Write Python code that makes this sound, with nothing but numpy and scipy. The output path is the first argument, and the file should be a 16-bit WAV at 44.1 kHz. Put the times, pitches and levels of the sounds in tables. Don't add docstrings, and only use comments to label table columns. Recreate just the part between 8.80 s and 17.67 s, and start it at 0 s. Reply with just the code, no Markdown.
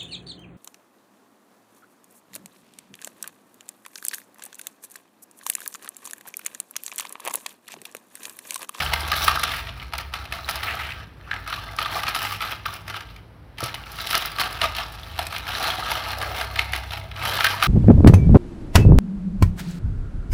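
import sys
import numpy as np
from scipy import signal
from scipy.fft import rfft, irfft
from scipy.io import wavfile
from scipy.ndimage import uniform_filter1d

SR = 44100
rng = np.random.default_rng(int(sys.argv[2]) if len(sys.argv) > 2 else 0)


def file_out(sig):
    cols = np.atleast_2d(sig).T
    lim = np.clip(cols, -1, 1)
    pcm = np.round(lim * 32767).astype(np.int16)
    wavfile.write(sys.argv[1], SR, pcm)


def elevation(decibels):
    levels = np.asarray(decibels, float)
    return 10 ** (levels / 20)


N = 391166


def level(x, db):
    return x * elevation(db) / np.sqrt(np.mean(x ** 2))


def along(s, values):
    return np.interp(np.arange(N) / SR, s, values)


def colour(x, points):
    hz, db = np.transpose(points)
    log_hz = np.log(np.maximum(np.fft.rfftfreq(len(x), 1 / SR), 1))
    gain_db = np.interp(log_hz, np.log(hz), db)
    return irfft(rfft(x) * elevation(gain_db), len(x))


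def ring(x, hz, t60):
    radius = np.exp(-np.log(1000) / (t60 * SR))
    angle = 2 * np.pi * hz / SR
    return signal.lfilter([0, radius * np.sin(angle)], [1, -2 * radius * np.cos(angle), radius ** 2], x)


def walk(rate):
    hold = int(SR / rate)
    steps = rng.standard_normal(N // hold + 1)
    return uniform_filter1d(np.repeat(steps, hold), hold)[:N]


def swell(start_s, hold_s, rise_s, fall_s):
    t = np.arange(0, N, 64) / SR - start_s
    rise = np.minimum(t, 0) / rise_s
    fall = np.maximum(t - hold_s, 0) / fall_s
    return np.repeat(np.exp(rise - fall), 64)[:N]


def taps(count, spread_db):
    chance = rng.random((count, 2))
    size_db = np.minimum(-spread_db * np.log(chance[:, 1]), 2 * spread_db)
    return (chance[:, 0] * N).astype(int), elevation(size_db)


def struck(modes, at, size, scatter_db, near_hz=None, fall_db=0., wander_db=0.):
    out = np.zeros(N)
    for hz, db, t60 in modes:
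        octaves_off = 0 if near_hz is None else np.abs(np.log2(hz / near_hz))
        gain_db = db - fall_db * octaves_off + scatter_db * rng.standard_normal(len(at))
        gain_db += wander_db * np.interp(at, np.linspace(0, N, 120), rng.standard_normal(120))
        sign = rng.choice([-1, 1], len(at))
        out += ring(np.bincount(at, size * elevation(gain_db) * sign, N), hz, t60)
    return out


def blip(at, hz, size, rise_s, decay_s):
    out, t = np.zeros(N), np.arange(SR // 40) / SR
    shape = np.exp(-t / decay_s) * (1 - np.exp(-t / rise_s))
    shape = shape / shape.max()
    for start, note_hz, gain in zip(at, hz, size):
        note = gain * np.sin(2 * np.pi * note_hz * t) * shape
        out[start:start + len(t)] += note[:N - start]
    return out


# (frequency [Hz], level [dB per Hz])
GRIT_SPECTRUM = [(3000, -11.5), (5000, 2.5), (7500, -14.5), (10300, -3.5), (12000, -9), (15300, -7),
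                 (16000, -43)]


def crackle(at, size, decay_s):
    envelope = signal.lfilter([1], [1, -np.exp(-1 / (decay_s * SR))], np.bincount(at, size, N))
    return colour(envelope * rng.standard_normal(N), GRIT_SPECTRUM)


# (frequency [Hz], level [dB per Hz])
STREET_SPECTRUM = [(18, -37), (30, -17), (43, 5), (100, -5.5), (124, -3.5), (221, -15.5), (252, -13),
                   (400, -17), (1670, -26), (5450, -42.5), (6720, -56), (11100, -46.5), (16000, -53)]
# (time [s], level [dB])
WALL_LEVEL = [(0, -50), (2.2, -48.5), (3.5, -44), (4.7, -50), (6.8, -52), (8.3, -40.5)]


def street():
    rumble = level(colour(rng.standard_normal(N), STREET_SPECTRUM), -44)
    wall = level(ring(rng.standard_normal(N), 98.9, 0.65), 0)
    return rumble + wall * elevation(along(*np.transpose(WALL_LEVEL)))


def drone(table, multiple, column):
    rows = np.array(table)
    s = rows[:, 0]
    edge_s = rows[[0, 0, -1, -1], 0] + [-0.25, 0.061, -0.04, 0.097]
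    edge = along(edge_s, [0, 1, 1, 0])
    phase = 2 * np.pi * np.cumsum(multiple * along(s, rows[:, 1])) / SR
    return np.sqrt(2) * edge * elevation(along(s, rows[:, column])) * np.sin(phase)


# (multiple of the idle rate [1], level re the third [dB])
IDLE_ORDERS = [(4, -14.5), (6, -9.5), (7, -21), (8, -14.5), (9, -14), (11, -19)]
# (time [s], level [dB])
IDLE_LEVEL = [(0.0, -35.5), (0.34, -44), (0.76, -43), (1.41, -48), (1.8, -51), (2.67, -45.5), (4.4, -53.5),
              (5.95, -41.5), (6.7, -51), (7.98, -48), (8.87, -48)]
# (time [s], frequency [Hz], level [dB], level at 1.5 times [dB], level at 2 times [dB])
PULL_AWAYS = [
    [(0.75, 59.75, -52, -70, -46.5), (1.212, 65.06, -38.5, -51, -56), (2.45, 65.3, -55, -64, -54),
     (2.6, 62.5, -51, -39, -58)],
    [(6.5, 61.8, -47, -47, -54), (7.98, 65.2, -34.5, -45, -56), (8.54, 66, -48, -39.5, -44),
     (8.87, 66.9, -52, -56, -61.5)],
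]
# (time [s], frequency [Hz], level [dB])
PASSING_DRONES = [
    [(0.0, 75.6, -32), (0.55, 76.7, -35), (0.8, 75.4, -46), (2.2, 74, -42.5)],
    [(2.9, 74.6, -64), (3.166, 73, -48), (3.7, 77, -60)],
    [(5.55, 86, -63), (5.85, 82.5, -36.5), (6.1, 82.1, -56), (6.4, 80.5, -35), (6.6, 81.5, -56)],
    [(.1, 149, -43), (.6, 144, -46)],
]


def engines():
    idle_hz, waver_db = 17.87, 3
    phase = 2 * np.pi * idle_hz * np.arange(N) / SR
    idle = np.sin(3 * phase)
    for k, db in IDLE_ORDERS:
        idle = idle + elevation(db + waver_db * walk(3.0)) * np.sin(k * phase + k * k)
    out = np.sqrt(2) * idle * elevation(along(*np.transpose(IDLE_LEVEL)))
    for table in PULL_AWAYS:
        for multiple, column in [(1, 2), (1.5, 3), (2, 4)]:
            out += drone(table, multiple, column)
    return out + sum(drone(table, 0.98, column=2) for table in PASSING_DRONES)


# (frequency [Hz], level [dB], t60 [s])
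FLOOR_MODES = [(126.4, -31, 0.3), (117, -27, 0.28), (233, -38, 0.093), (337, -30.5, 0.1),
               (520, -15.5, 0.014)]


def thump():
    push = np.bincount([int(4.829 * SR)], minlength=N) * 1.
    floor = sum(elevation(db) * ring(push, hz, t60) for hz, db, t60 in FLOOR_MODES)
    return uniform_filter1d(floor, SR // 1500)


# (frequency [Hz], level [dB per Hz])
DRAG_SPECTRUM = [(900, -32), (1300, -1), (2000, 6), (3000, 2.5), (4200, -25.5)]
# (start [s], hold [s], level [dB], centre [Hz])
WHEEL_DRAGS = [
    (0.718, 0.065, -33.5, 1940),
    (1.873, 0.037, -29, 1940),
    (1.994, 0.11, -35, 2060),
    (7.373, 0.069, -37.5, 620),
    (7.475, 0.1, -42.5, 500),
    (8.492, 0.046, -35, 563),
]


def drag():
    at, size = taps(count=25000, spread_db=1.0)
    slips = np.bincount(at, size * rng.choice([-1, 1], len(at)), N) * elevation(2.0 * walk(120))
    shape = np.array(DRAG_SPECTRUM)
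    out = np.zeros(N)
    for start_s, hold_s, db, hz in WHEEL_DRAGS:
        scrape = colour(slips, shape * [hz / shape[2, 0], 1])
        out += level(scrape, db) * swell(start_s, hold_s, rise_s=0.016, fall_s=0.036)
    return out


# (time [s], peak level [dB], frequency [Hz])
GRAIN_SNAPS = [(0.137, -20.5, 15200), (0.207, -27.5, 9000), (0.318, -24, 14800), (0.4803, -21, 9900),
               (0.636, -18, 10700), (1.181, -24.5, 15200), (1.695, -23.5, 14600), (3.348, -26, 10200),
               (4.805, -31, 14900), (5.329, -23, 14900), (5.352, -17.5, 10200), (5.3782, -19.5, 13200),
               (6.391, -28, 14000), (7.794, -25.5, 11700), (8.645, -16, 15000), (8.8357, -19, 15300)]


def snaps():
    s, peak_db, hz = np.transpose(GRAIN_SNAPS)
    at = (s * SR).astype(int)
    notes = blip(at, hz, elevation(peak_db + 0.5), rise_s=0.00019, decay_s=0.00088)
    return notes + crackle(at, elevation(peak_db + 10.0), decay_s=0.0025)


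def tapped(table, modes, note_db, ring_db, rise_s, decay_s, fall_db):
    s, peak_db, hz = np.transpose(table)
    at = (s * SR).astype(int)
    notes = blip(at, hz, elevation(peak_db), rise_s, decay_s)
    modal = struck(modes, at, elevation(peak_db), scatter_db=3.5, near_hz=hz, fall_db=fall_db)
    return elevation(note_db) * notes + elevation(ring_db) * modal


# (frequency [Hz], level [dB], t60 [s])
SHELL_MODES = [(1150, -11, 0.053), (1250, -10, 0.032), (1310, -10, 0.085), (1402, -2.5, 0.014),
               (1590, -7, 0.041), (1741, -6, 0.025), (1847, -3, 0.016), (2060, -5, 0.027),
               (2190, 0.5, 0.013), (2420, -3.5, 0.02), (2640, 6.5, 0.0077), (2940, 2, 0.013),
               (3180, 2, 0.013), (3550, 4.5, 0.01), (3925, 3, 0.012), (4263, 1.5, 0.012), (4800, -8, 0.022),
               (5380, -4, 0.012), (5870, -9.5, 0.016)]
PANELS = 6
# (frequency [Hz], level [dB], t60 [s])
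CHASSIS_MODES = [(330, -13.5, 0.052), (428, -19, 0.053), (618, -7.5, 0.042), (669.7, -2.5, 0.074),
                 (740, -6, 0.084), (830.4, -1, 0.063), (918, 1.5, 0.037)]
# (frequency [Hz], level [dB], t60 [s])
LUG_MODES = [(7650, -1, 0.0065), (8400, -8, 0.003), (10200, 2, 0.0037), (11440, 7.5, 0.0044),
             (12800, 4.5, 0.0065), (13700, -4, .006), (15200, 8, 0.0069)]
# (time [s], peak level [dB], pitch [Hz])
BODY_TAPS = [(0.1233, -25, 724), (0.1354, -16, 1155), (0.3174, -19, 1155), (0.4219, -21, 1160),
             (0.4809, -6.5, 1210), (0.4998, -22, 1160), (0.5732, -15.5, 1290), (0.5954, -24, 1230),
             (0.7355, -22, 1373), (1.1845, -26, 1370), (1.5891, -22, 1300), (1.8812, -22, 1280),
             (2.0063, -31, 1280), (2.6654, -25, 1315), (2.7064, -23, 1364), (2.7777, -26, 1160),
             (3.0173, -32, 1220), (3.0495, -24, 1190), (3.1516, -24, 1140), (3.1668, -16, 1164),
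             (3.364, -19, 1340), (3.5213, -23, 1175), (3.6522, -30, 1150), (3.638, -19, 1285),
             (3.8575, -14.5, 1213), (3.864, -14.5, 1310), (3.8856, -23, 1160), (4.0979, -36, 1290),
             (4.8348, -32, 1310), (5.3055, -26, 1200), (5.3722, -28, 1265), (5.8175, -21, 670),
             (5.8396, -11.5, 1230), (5.8554, -20, 660), (6.0084, -22, 1180), (6.6999, -28, 830),
             (6.7998, -21, 783), (6.831, -19, 1346), (6.8569, -17, 820), (6.886, -17.5, 820),
             (6.985, -22, 740), (7.0253, -21, 1280), (7.0698, -18, 1280), (7.1538, -17, 1270),
             (7.1757, -25, 885), (7.4255, -18, 1210), (8.7404, -20, 960), (8.8598, -16, 1210)]
# (time [s], peak level [dB], pitch [Hz])
LOOSE_PART_TAPS = [(0.0061, -16, 2290), (0.0629, -20, 3120), (0.3299, -11.5, 1620), (0.5622, -18, 1600),
                   (0.5953, -25, 2060), (0.7373, -24, 1920), (1.3393, -33, 1740), (1.5247, -21.5, 2600),
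                   (1.7574, -29, 4050), (1.8822, -18.5, 1800), (1.996, -22.5, 1980), (2.1194, -26, 2620),
                   (2.5141, -14.5, 1660), (2.5321, -19, 1690), (2.8886, -29, 2040), (3.0273, -22, 3120),
                   (3.049, -23, 3470), (3.1931, -23, 1970), (3.2743, -25, 2540), (3.7163, -27, 1650),
                   (4.1436, -24, 1590), (4.9551, -26, 2060), (5.0378, -34, 2810), (5.1866, -28, 2810),
                   (5.603, -22, 2530), (5.6222, -19, 4400), (5.8165, -14.5, 2850), (5.8591, -20.5, 3780),
                   (5.9661, -25, 4400), (6.0084, -26, 2770), (6.3905, -19, 3470), (6.4031, -22, 1730),
                   (6.5466, -27, 1646), (6.5833, -29, 2430), (6.7516, -18.5, 1710), (6.9037, -18, 3260),
                   (6.9129, -23, 3310), (7.4321, -20.5, 1650), (7.9621, -27, 2180), (8.1715, -25, 2230),
                   (8.2146, -30, 2100), (8.3771, -29, 1610), (8.4243, -22.5, 2160), (8.4575, -16, 1760),
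                   (8.5739, -16, 1690), (8.652, -6, 1560)]
# (time [s], peak level [dB], frequency [Hz])
GRIT_TICKS = [(0.2782, -31, 9850), (0.3672, -27, 12490), (0.595, -22.5, 10300), (1.7034, -28, 14790),
              (1.7104, -24.5, 10390), (1.757, -25, 12340), (1.842, -30, 14510), (1.953, -32, 12310),
              (2.7009, -34, 10700), (2.7263, -37, 14790), (2.965, -32, 10200), (2.9953, -32, 10090),
              (3.027, -30, 12300), (3.3533, -24, 10100), (3.428, -23, 15250), (3.6153, -32, 10580),
              (3.7168, -28, 14990), (3.8626, -27.5, 15000), (3.9392, -29, 10630), (4.839, -20.5, 10160),
              (4.86, -29, 10500), (4.947, -31, 9790), (5.1178, -32.5, 12210), (5.304, -22, 11140),
              (5.4578, -22.5, 15300), (5.5173, -33.5, 9640), (5.6127, -29, 10900), (5.7276, -28, 10290),
              (5.966, -30, 12580), (6.4683, -24.5, 8600), (6.582, -27.5, 10200), (6.7982, -29, 11050),
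              (6.8295, -26, 14900), (7.11, -27, 10800), (7.317, -29, 14390), (7.385, -28, 15630),
              (7.4251, -28, 10990), (7.9223, -32, 10590), (7.9619, -26, 10660)]
# (time [s], peak level [dB], pitch [Hz])
FAINT_TOUCHES = [(1.0264, -27, 2220), (1.6454, -23, 3930), (2.106, -18.5, 2040), (2.2036, -30, 1680),
                 (2.4114, -31, 1740), (2.5634, -20, 2070), (2.663, -23, 1680), (3.1033, -30, 3080),
                 (4.894, -21, 2290), (5.0673, -27, 2300), (5.4221, -29, 3760), (5.5633, -21.5, 4400),
                 (6.2332, -25, 3440), (6.9816, -22, 3280), (7.2387, -21, 4480)]


def rattles():
    body_modes = CHASSIS_MODES[PANELS - 4:] + SHELL_MODES[:PANELS]
    part_modes = SHELL_MODES[PANELS - 2:]
    hollow = tapped(BODY_TAPS, body_modes, -3.2, -5.5, rise_s=0.0019, decay_s=0.0048, fall_db=35.0)
    parts = tapped(LOOSE_PART_TAPS, part_modes, -1.5, -8.0, rise_s=0.0006, decay_s=0.003, fall_db=13.0)
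    ticks = tapped(GRIT_TICKS, LUG_MODES, -1.4, -10.5, rise_s=0.0002, decay_s=0.0014, fall_db=12.0)
    touches = tapped(FAINT_TOUCHES, part_modes + LUG_MODES, -7.0, -14.5,
                     rise_s=0.0004, decay_s=0.0021, fall_db=7.5)
    s, peak_db, _ = np.transpose(GRIT_TICKS)
    dust = crackle((s * SR).astype(int), elevation(peak_db + 6.0), decay_s=0.003)
    return hollow + parts + ticks + touches + dust


# (time [s], peak level [dB], pitch of the struck part [Hz], chatter [dB])
GRITTY_KNOCKS = [(.48, 0, 1240, -27), (0.6339, -7.5, 1360, -30), (0.6787, -16, 1320, -19),
                 (1.3387, -13, 1256, -17), (1.5237, -12.5, 1290, -13.5), (1.832, -11.5, 1280, -21),
                 (2.676, -16.5, 1250, -12.5), (3.2339, -11, 1216, -17), (3.4184, -14.5, 1310, -8.5),
                 (3.5083, -18, 1190, -5.5), (4.0797, -20, 1310, -9), (4.099, -20.5, 1310, -27),
                 (4.2072, -24.5, 1680, -21), (4.362, -34, 2350, -16), (4.7836, -22.5, 2320, -17),
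                 (5.187, -20, 1310, -9), (5.271, -19, 3770, -10), (5.3523, -5.5, 1310, -37),
                 (5.452, -15, 1310, -15.5), (5.5856, -11, 1200, -7), (5.816, -6.5, 1280, -10.5),
                 (5.9498, -20, 4300, -7.5), (6.4676, -23, 2510, -39), (6.563, -16, 2420, -45),
                 (7.4147, -13.5, 1156, -17), (7.759, -13.5, 1730, -18), (7.9345, -10, 1970, -15),
                 (8.6438, -3, 1590, -20), (8.6663, -3.5, 1590, -38), (8.8256, 0, 1250, -17.5)]
# (time [s], peak level [dB], pitch [Hz], chatter [dB])
PLASTIC_SLAPS = [(0.3172, -5.5, 1250, -20), (0.87, -23.5, 1940, -39), (0.891, -24.5, 2940, -37),
                 (2.121, -25, 2530, -38), (2.5126, -18.5, 1800, -24), (2.54, -20.5, 1290, -27),
                 (2.705, -23, 1330, -18), (2.7268, -13.5, 1250, -14.5), (2.9871, -7.5, 1250, -19),
                 (3.0159, -16, 1280, -20), (3.059, -12.5, 1240, -29), (3.268, -11.5, 1200, -8),
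                 (3.3483, -8.5, 1246, -17), (3.606, -12.5, 1300, -10.5), (3.623, -14, 1310, -12.5),
                 (3.8572, -10.5, 1250, -17), (4.142, -20.5, 1310, -9), (5.33, -8, 1280, -15),
                 (5.3447, -7.5, 1290, -34), (5.6133, -6.5, 1126, -30), (6.75, -15.5, 4130, -33),
                 (4.289, -38, 3450, -8), (7.7912, -5.5, 2170, -21.5), (7.9608, -18, 2120, -35),
                 (.999, -28, 2940, -7.5), (8.3147, -24.5, 2100, -35), (8.3634, -23, 2400, -12),
                 (8.6065, -5.5, 1360, -45)]
# (time [s], peak level [dB], pitch [Hz], chatter [dB])
WHEEL_DROPS = [(0.1351, -7.5, 2110, -37), (1.1354, -13.5, 1306, -17.5), (1.185, -20, 2250, -10),
               (1.6888, -10, 1364, -17), (1.7564, -18.5, 1310, -12.5), (1.454, -26, 2540, -35),
               (3.71, -22, 1590, -2), (4.1664, -24, 1310, -39), (4.805, -17.5, 1310, -19),
               (4.8194, -24, 1310, -0.5), (4.8594, -20.5, 1310, -12), (4.9428, -19.5, 2970, -31),
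               (5.8398, -10, 715, -31), (5.9847, -16, 2550, -9), (6.3903, -7.5, 702, -19.5),
               (6.5251, -18, 1310, -15), (6.5474, -21, 1310, -28), (6.6683, -20.5, 1710, -7),
               (7.0625, -18, 1260, -6.5), (7.1161, -5, 920, -30), (7.1541, -21, 1180, -10),
               (7.3048, -20, 3600, -34), (7.6121, -11, 1340, -21), (8.1075, -24.5, 3520, -7),
               (8.1342, -19, 2300, -14.5)]
# (chassis share [dB], crack share [dB], first touch [dB])
KNOCK_KINDS = [
    (-18.5, -14.5, -1),
    (-22.5, -23, -9),
    (-11, -14.5, 3),
]


def blows():
    tables = [GRITTY_KNOCKS, PLASTIC_SLAPS, WHEEL_DROPS]
    return np.transpose([row + kind for rows, kind in zip(tables, KNOCK_KINDS) for row in rows])


def knocks():
    s, peak_db, hz, _, chassis_db, crack_db, touch_db = blows()
    crack_db = crack_db - 0.17 * (peak_db + 20.5)
    lag_s = np.array([-0.0098, -0.002, 0, 0.002, 0.006, 0.019]) * rng.uniform(0.6, 1.4, (len(s), 6))
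    at = np.minimum(((s[:, None] + lag_s) * SR).astype(int), N - 1)
    size = elevation(peak_db[:, None] + np.array([-13, -10.0, 0, -1.5, -6.5, -12.5]))
    size[:, 0] *= elevation(touch_db)
    chassis_size = (size * elevation(chassis_db)[:, None]).ravel()
    crack_size = (size * elevation(crack_db)[:, None]).ravel()
    near_hz = np.repeat(hz, lag_s.shape[1])
    landing, at = at[:, 2], at.ravel()
    out = elevation(-10.0) * struck(SHELL_MODES, at, size.ravel(), scatter_db=1.5, near_hz=near_hz, fall_db=6.5)
    out += elevation(-7.5) * struck(CHASSIS_MODES, at, chassis_size, scatter_db=2.0)
    out += elevation(6.5) * crackle(at, crack_size, decay_s=0.0016)
    out += elevation(-10.5) * blip(landing, hz, elevation(peak_db), rise_s=0.0014, decay_s=0.0044)
    return signal.sosfilt(signal.butter(2, 620, "highpass", fs=SR, output="sos"), out)


def chatter():
    lag_s, decay_s = 0.011, 0.029
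    s, peak_db, _, chatter_db, *_ = blows()
    kick = np.bincount(((s + lag_s) * SR).astype(int), elevation(peak_db + chatter_db), N)
    pole = np.exp(-1 / (decay_s * SR))
    return uniform_filter1d(signal.lfilter([1], [1, -pole], kick), SR // 200)


# (start [s], hold [s], level [dB], sharpness [dB])
HAND_SURGES = [(0, 0.0079, -28.5, 3), (0.35, 0.12, -34.5, 4), (0.497, 0.072, -28, -2.5),
               (0.607, 0.19, -36.5, 0.5), (1.403, .05, -39.5, -7), (1.688, 0.066, -44, 0.5),
               (1.875, 0.11, -31.5, -8), (2.188, 0.048, -39.5, -5.5), (2.544, 0.02, -29.5, -13),
               (2.835, 0.29, -44.5, -14), (3.142, 0.056, -28, -2.5), (3.378, 0.074, -32.5, -1),
               (3.49, 0.045, -43.5, 4.5), (3.657, 0.051, -34, -3), (3.94, 0.024, -36, -2),
               (4.95, 0.058, -48, -10), (5.165, .05, -56, 7), (5.276, 0.15, -39, 3.5),
               (5.498, 0.04, -41, -2), (5.628, 0.12, -33, -3.5), (5.78, 0.13, -38.5, -5),
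               (6.076, 0.53, -53, 3.5), (7.994, 0.18, -58.5, 8), (6.725, 0.12, -34.5, -0.5),
               (6.847, 0.053, -25.5, -1), (6.956, 0.38, -32.5, -2.5), (7.426, 0.22, -38.5, -16),
               (7.593, 0.022, -37.5, 4), (8.455, 0.13, -24.5, -2), (8.607, 0.12, -31.5, 2)]
# (time [s], creep [dB], weight [dB])
HAND_CREEP = [(0, -29.5, -8), (.96, -45, -7), (1.12, -54, -5), (2.05, -38, -6.5), (2.3, -63, -12),
              (2.75, -44.5, -9), (3.2, -42.5, -4), (3.6, -77, -11), (4.1, -47, -8.5), (4.6, -73, -11),
              (5.1, -43.5, -8.5), (5.9, -48, -5.5), (6.6, -44.5, -5.5), (7.3, -42, -5), (7.7, -39, -2.5),
              (8.24, -52.5, 3), (8.45, -61, -5), (8.87, -26.5, -12.5)]
SURGE_RESPONSE = [-5.5, -2.5, -4.5, -9]
SHARPNESS_RESPONSE = [0.065, 1.44, 0.13, 1.84]
CREEP_RESPONSE = [-2, -3, 0.5, -11]


def effort():
    s, creep_db, weight_db = np.transpose(HAND_CREEP)
    gain = elevation(along(s, creep_db) + np.array(CREEP_RESPONSE)[:, None])
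    for start_s, hold_s, db, sharp_db in HAND_SURGES:
        size = elevation(db + np.array(SURGE_RESPONSE) + sharp_db * np.array(SHARPNESS_RESPONSE))
        gain += size[:, None] * swell(start_s, hold_s, rise_s=0.044, fall_s=0.019)
    gain[2] *= elevation(along(s, weight_db))
    return gain


def steady(x, share):
    load = uniform_filter1d(x ** 2, SR // 16)
    return x / (load / load.mean() + 0.011) ** (share / 2)


def rolling():
    at, size = taps(count=10000, spread_db=3.5)
    clusters = walk(140)[at]
    hits = size * elevation(1.8 * clusters)
    panels = struck(SHELL_MODES[:PANELS], at, hits, scatter_db=4.5, near_hz=1280, fall_db=10, wander_db=1.5)
    parts = struck(SHELL_MODES[PANELS:], at, hits, scatter_db=5.0, wander_db=3.5)
    chassis = struck(CHASSIS_MODES, at, hits, scatter_db=6.5, wander_db=2.0)
    grains = size * elevation(1.6 * clusters + 3.2 * walk(150)[at])
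    lugs = level(struck(LUG_MODES, at, grains, scatter_db=4.5, wander_db=4.0), -6.0)
    breaking = grains * elevation(5.0 * rng.standard_normal(len(at)))
    dust = level(crackle(at, breaking, decay_s=0.0039), -1.2)
    layers = [steady(panels, 0.13), steady(parts, 0.14), steady(chassis, 0.077), steady(lugs + dust, 0.13)]
    shake = chatter()
    shake_db = [-8.5, -6.0, -16.5, -17.5]
    return sum(level(x, 0) * (gain + elevation(db) * shake) for x, gain, db in zip(layers, effort(), shake_db))


def cab(x):
    hz, t60_s = 1280, 0.045
    gain = 2 * np.log(1000) / (t60_s * SR)
    return x + elevation(-7.5) * gain * ring(x, hz, t60_s)


def room(x):
    t = np.arange(SR // 2) / SR
    air = rng.standard_normal(len(t))
    dull = signal.lfilter([0.3], [1, -0.7], air)
    low_tail = dull * np.exp(-np.log(1000) * t / 0.6)
    high_tail = 0.59 * (air - dull) * np.exp(-np.log(1000) * t / 0.1)
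    tail = low_tail + high_tail
    tail = (t > 0.003) * tail / np.sqrt(np.sum(tail ** 2))
    return signal.fftconvolve(x, tail)[:N]


def scene():
    toy = cab(rolling() + knocks() + snaps() + drag() + thump() + rattles())
    return (toy + elevation(-13.5) * room(toy) + engines() + street())[None]


def top_cut(x):
    return signal.sosfilt(signal.butter(12, 17110, fs=SR, output="sos"), x)


def record(dry):
    low = signal.ellip(4, 0.5, 16, 50, "highpass", fs=SR, output="sos")
    top = signal.ellip(8, 0.3, 45, 15800, fs=SR, output="sos")
    rounded = np.tanh(0.68 * dry) / 0.72
    mix = signal.sosfilt(np.vstack([low, top]), rounded)
    return top_cut(mix)


dry = scene()
out = record(dry)
file_out(out)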